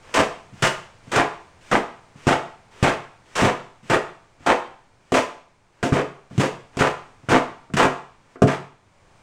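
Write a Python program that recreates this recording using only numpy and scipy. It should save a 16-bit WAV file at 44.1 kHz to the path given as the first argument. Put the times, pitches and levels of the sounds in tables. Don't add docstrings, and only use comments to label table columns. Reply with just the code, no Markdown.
import sys
import numpy as np
from scipy import signal
from scipy.fft import rfft, irfft, next_fast_len
from scipy.io import wavfile

SR = 44100
rng = np.random.default_rng(int(sys.argv[2]) if len(sys.argv) > 2 else 0)


def dump(signal):
    limited = np.clip(np.atleast_2d(signal).T, -1, 1)
    pcm = np.round(limited * 32767).astype(np.int16)
    wavfile.write(sys.argv[1], SR, pcm)


N = 406602

# (t/s, level/dB)
HISS_LEVEL = [(0, -51), (2.5, -54), (4, -56), (5.6, -60), (7, -54), (8.8, -60), (9.2, -53)]
# (f/Hz, level/dB)
HISS_TONE = [(20, 2.5), (50, -11.5), (100, -0.5), (250, -11), (900, -11.5), (1900, -18.5), (2380, -17.5),
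             (2600, -22.5), (3500, -25.5), (7000, -28), (9200, -32), (11500, -53), (16000, -48.5)]
# (f/Hz, fade/s)
ROOM_FADE = [(80, 0.57), (210, 0.32), (500, 0.38), (900, 0.49), (1700, 0.45), (4000, 0.51), (8000, 0.44),
             (12000, 0.4)]
# (f/Hz, level/dB)
ROOM_TONE = [(100, -13), (400, -2.5), (900, -5), (4000, -10.5), (12000, -11.5)]
# (t/s, whole bump level/dB, knock level within it/dB)
BUMPS = [(0.525, -33.5, -24.5), (1.07, -33, -10.5), (2.153, -35, -11), (3.83, -38, -13.5),
         (4.404, -40.5, -8), (6.309, -30.5, -8), (6.344, -33, -16), (7.232, -39, -8), (7.7, -36, 0)]
# (start t/s, rub level/dB, sand grit level/dB)
SLIDES = [(0.02, -42, -53.5), (0.529, -47, -52.5), (1.029, -49, -56), (1.606, -48, -51), (2.158, -44, -51),
          (2.708, -41.5, -51.5), (3.248, -48, -55), (3.827, -46, -52), (4.392, -44, -56.5),
          (5.003, -59, -64.5), (5.72, -55.5, -67), (6.299, -48, -53), (6.715, -44, -59), (7.222, -55, -62),
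          (8.202, -55, -65.5)]
# (t/s, floor thump level/dB, wall knock level/dB, crust crack level/dB,
# edge click level/dB)
BLOWS = [(0.19, -17, -17, -9, -26), (0.623, -11.5, -15, -7, -13.5), (1.16, -13.5, -13, -4.5, -11.5),
         (1.7139, -22.5, -15, -6, -20.5), (1.744, -21.5, -14, -6, -34), (2.2689, -7.5, -7.5, -24, -18),
         (2.827, -4.5, -13, -23, -15.5), (3.421, -10, -13, -26, -18), (3.451, -13.5, -13, -20, -17),
         (3.898, -15.5, -13, -8.5, -20), (3.942, -23, -17, -2, -22), (5.1205, -17.5, -5.5, -31.5, -18),
         (5.828, -16, -11.5, -12, -22), (5.922, -6, -12, -11, -36), (6.379, -5.5, -21, -33, -23.5),
         (6.77, -17, -18, -39, -24), (6.807, -11.5, -10, -3, -19.5), (7.287, -17, -15, -8.5, -33.5),
         (7.319, -16, -9.5, -8, -18), (7.737, -11, -22, -16.5, -23), (7.851, -13.5, -8, -12.5, -22.5),
         (8.357, -52, -30, -29, -61), (8.4196, -6, 1, -9.5, -19.5), (8.433, -4, -10.5, -27, -40)]
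# (t/s, push length/s, crunch level/dB, crunch growth over the push/dB,
# sand grit level/dB, resonance of the pocket behind the blade f/Hz, its lift/dB, heft of the shoved load/dB)
BITES = [(0.139, 0.068, -15.5, 3.5, -22.5, 700, 4, 1), (0.622, 0.052, -16.5, -1.5, -20.5, 1630, 5, -8),
         (1.115, 0.087, -17.5, 10.5, -28, 950, 2, -0.5), (1.714, 0.04, -14, 1, -28.5, 1120, 2, 7.5),
         (2.270, 0.061, -13.5, -2.5, -27, 680, 5, 1), (2.828, .07, -16, -0.5, -27.5, 1780, 0.5, -1.5),
         (3.353, 0.13, -18.5, 5, -26.5, 570, 2.5, -15), (3.900, 0.04, -14.5, -0.5, -27, 457, 2, -15),
         (4.461, 0.062, -12, -7, -28, 835, 5, 3.5), (5.138, 0.049, -13, -8.5, -23, 563, 4, -0.5),
         (5.83, 0.055, -20, -15.5, -31.5, 590, 8, 18), (5.925, .068, -20, 4.5, -33.5, 402, 9.5, 3.5),
         (6.394, 0.054, -18.5, 0.5, -27, 505, 7, 9), (6.788, 0.084, -17.5, -2.5, -29, 800, 1, -10),
         (7.289, 0.075, -15.5, 4.5, -28, 730, 2.5, 8.5), (7.765, 0.076, -14, 1, -25, 1200, 1.5, 6),
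         (8.470, 0.071, -22.5, -7, -34.5, 1700, -0.5, -5)]
# (f/Hz, level/dB, time to fall 60 dB/s)
FLOOR_MODES = [(98.8, -3, 0.18), (122.3, -3.5, 0.083), (138, 3.5, 0.14), (175, 0, 0.11),
               (207.2, -2.5, 0.11), (234.8, -2, 0.13), (295, -7.5, 0.15)]
# (f/Hz, level/dB, time to fall 60 dB/s)
WALL_MODES = [(261.3, -5, 0.17), (348.5, -5.5, 0.088), (377.3, 0.5, 0.084), (439.2, -4.5, 0.19),
              (517.5, -5.5, 0.08), (659, -1.5, 0.05), (705, -8, 0.21), (860, -11, 0.032),
              (1058, -1.5, 0.026), (1173, -8.5, 0.068)]
# (f/Hz, width/Hz, level/dB)
TUB_BANDS = [(233, 8.5, -3), (418, 166, -7.5), (518, 58, -13), (693, 29, -0.5), (882, 29, -1.5),
             (1002, 53, -5.5), (1190, 100, -7.5), (1597, 21, -6), (1985, 36, -10.5), (2400, 35, -8),
             (2440, 170, -12)]
# (f/Hz, level/dB)
CRUNCH_TONE = [(25, -8), (60, -15.5), (130, -5), (300, 0), (550, 0.5), (1100, 0), (1700, -2), (2700, -10),
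               (4000, -19.5), (8000, -42.5), (16000, -65.5)]
# (f/Hz, level/dB)
GRIT_TONE = [(300, -36), (1000, 5.5), (1800, 9), (2900, 9.5), (4000, 1), (6000, 2), (8200, -1),
             (10000, -11), (11800, -23.5), (13500, -18.5), (16000, -26)]
# (f/Hz, level/dB)
CRACK_TONE = [(150, -5), (600, -6.5), (1400, 19), (2800, -5.5), (4000, -17.5), (16000, -61.5)]

TOP_HZ = 16000
CLOD_ATTACK_S, CLOD_RELEASE_S = 0.0085, 0.18
SAND_ATTACK_S, SAND_RELEASE_S = 0.0029, 0.23
SAND_SAG_DB_PER_S = 73.5
SAND_FOLLOW = 0.28


def amp(db):
    return 10 ** (np.asarray(db) / 20)


def unit(x):
    return x / np.sqrt(np.mean(x ** 2) + 1e-20)


def along(points, hz):
    f, value = np.transpose(points)
    return np.interp(np.log(hz + 1), np.log(f + 1), value)


def filtered(x, response):
    size = next_fast_len(len(x) + SR // 2)
    hz = np.fft.rfftfreq(size, 1 / SR)
    return irfft(rfft(x, size) * response(hz), size)[:len(x)]


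def coloured(x, tone):
    size = 8192
    gain = amp(along(tone, np.fft.rfftfreq(size, 1 / SR)))
    cepstrum = irfft(np.log(gain))
    cepstrum[1:size // 2] *= 2
    cepstrum[size // 2 + 1:] = 0
    impulse = irfft(np.exp(rfft(cepstrum)))
    return signal.fftconvolve(x, impulse)[:len(x)]


def add(track, s, sound):
    start = max(round(s * SR), 0)
    track[start:start + len(sound)] += sound[:N - start]


def resonance(hz, centre, width):
    return 1j * hz * width / (centre ** 2 - hz ** 2 + 1j * hz * width)


def lifted(hz, centre, width, lift_db):
    return 1 + (amp(lift_db) - 1) * resonance(hz, centre, width)


def push(length, growth_db, attack, release):
    t = np.arange(SR // 2) / SR
    held_db = growth_db * (np.minimum(t / length, 1) - 0.5)
    fade_db = -60 * np.maximum(t - length, 0) / release
    return amp(held_db + fade_db) * (1 - np.exp(-t / attack))


def clumps(per_s, depth_db):
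    count = SR // 2
    knots = rng.standard_normal(count)
    wander = np.interp(np.arange(count) * per_s / SR, np.arange(count), knots)
    return unit(amp(depth_db * wander))


def grains(per_s, spread_db, smooth):
    count = SR // 2
    sizes = amp(spread_db * np.minimum(rng.exponential(size=count), 4))
    breaks = rng.random(count) < per_s / SR
    pops = breaks * sizes * rng.choice([-1, 1], count)
    return unit(unit(pops) + smooth * rng.standard_normal(count))


def hollow(hz):
    return 1 + sum(amp(db) * resonance(hz, centre, width) for centre, width, db in TUB_BANDS)


def crunch(per_s, spread_db):
    clods = coloured(grains(per_s, spread_db, smooth=0.39), CRUNCH_TONE)
    return unit(filtered(clods, hollow))


def grit(per_s, spread_db):
    return unit(coloured(grains(per_s, spread_db, smooth=0.61), GRIT_TONE))


def burst(tone, t, fade_s):
    return unit(coloured(rng.standard_normal(len(t)), tone)) * amp(-60 * t / fade_s)


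def ring(modes, t, attack):
    sound = np.zeros(len(t))
    chance = rng.standard_normal((len(modes), 2))
    for (hz, db, t60), (size, side) in zip(modes, chance):
        level = amp(db + 2 * size - 60 * t / t60)
        sound += np.sign(side) * level * np.sin(2 * np.pi * hz * t)
    sound = sound * (1 - np.exp(-t / attack))
    return sound / np.abs(sound).max()


def hiss():
    level_db = np.interp(np.arange(N) / SR, *np.transpose(HISS_LEVEL))
    return amp(level_db) * unit(coloured(rng.standard_normal(N), HISS_TONE))


def room(x, delay, build):
    hz, t, noise = signal.stft(rng.standard_normal(SR), SR, nperseg=256)
    fade = amp(-60 * t / along(ROOM_FADE, hz)[:, None])
    tail = signal.istft(noise * fade, SR, nperseg=256)[1]
    since = np.maximum(np.arange(len(tail)) / SR - delay, 0)
    tail = tail * (1 - np.exp(-since / build))
    echo = signal.fftconvolve(x, tail / np.linalg.norm(tail))[:N]
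    return coloured(echo, ROOM_TONE)


def bumps(thump_db, knock_db, crack_db):
    track, t = np.zeros(N), np.arange(SR // 3) / SR
    for s, db, knock in BUMPS:
        floor = amp(thump_db) * ring(FLOOR_MODES, t, attack=0.0058)
        walls = amp(knock + knock_db) * ring(WALL_MODES, t, attack=0.0012)
        crust = amp(knock + crack_db) * burst(CRACK_TONE, t, fade_s=0.039)
        add(track, s, amp(db) * (floor + walls + crust))
    return track


def slides(rub_db, grit_db, swell_db):
    track, landings = np.zeros(N), np.array([row[0] for row in BITES + BLOWS])
    for s, db, sand_db in SLIDES:
        length = landings[landings > s].min() - s
        rub = crunch(per_s=3400, spread_db=5) * push(length, swell_db, attack=0.0165, release=0.036)
        sand = grit(per_s=5400, spread_db=0.5) * push(length, swell_db, attack=0.0027, release=0.05)
        add(track, s, amp(db + rub_db) * rub + amp(sand_db + grit_db) * sand)
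    return track


def blows(thump_db, knock_db, crack_db, click_db):
    track, t = np.zeros(N), np.arange(SR // 3) / SR
    for s, thump, knock, crack, click in BLOWS:
        edge = amp(click + click_db) * burst(GRIT_TONE, t, fade_s=0.12)
        crust = amp(crack + crack_db) * burst(CRACK_TONE, t, fade_s=0.12)
        floor = amp(thump + thump_db) * ring(FLOOR_MODES, t, attack=0.0012)
        walls = amp(knock + knock_db) * ring(WALL_MODES, t, attack=0.00078)
        add(track, s, floor + walls + crust + edge)
    return track


def bites(crunch_db, grit_db, pocket_q, load_hz, load_width_hz):
    track = np.zeros(N)
    for s, length, db, growth_db, sand_db, pocket_hz, lift_db, heft_db in BITES:
        def pocket_and_load(hz):
            pocket = lifted(hz, pocket_hz, pocket_hz / pocket_q, lift_db)
            return pocket * lifted(hz, load_hz, load_width_hz, heft_db)

        clods = unit(filtered(crunch(per_s=2200, spread_db=3.5), pocket_and_load))
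        clods = clods * push(length, growth_db, CLOD_ATTACK_S, CLOD_RELEASE_S)
        sand_growth_db = SAND_FOLLOW * growth_db - SAND_SAG_DB_PER_S * length
        sand = grit(per_s=6000, spread_db=3.0)
        sand = sand * push(length, sand_growth_db, SAND_ATTACK_S, SAND_RELEASE_S)
        bite = amp(db + crunch_db) * clods + amp(sand_db + grit_db) * sand
        add(track, s, clumps(per_s=139.0, depth_db=1.0) * bite)
    return track


def scene():
    hoe = bumps(thump_db=-2.0, knock_db=-1.5, crack_db=-11.5)
    hoe = hoe + slides(rub_db=-9.0, grit_db=-2.0, swell_db=10.5)
    hoe = hoe + blows(thump_db=-2, knock_db=-2.5, crack_db=-13.5, click_db=-8.5)
    hoe = hoe + bites(crunch_db=-1.5, grit_db=-2.0, pocket_q=2.85, load_hz=246, load_width_hz=65)
    walls = room(hoe, delay=0.0046, build=0.0014)
    return (hiss() + walls + hoe)[None]


def record(dry):
    clipped = np.clip(dry[0], -1, 1)
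    return filtered(clipped, lambda hz: hz < TOP_HZ)[None]


dry = scene()
out = record(dry)
dump(out)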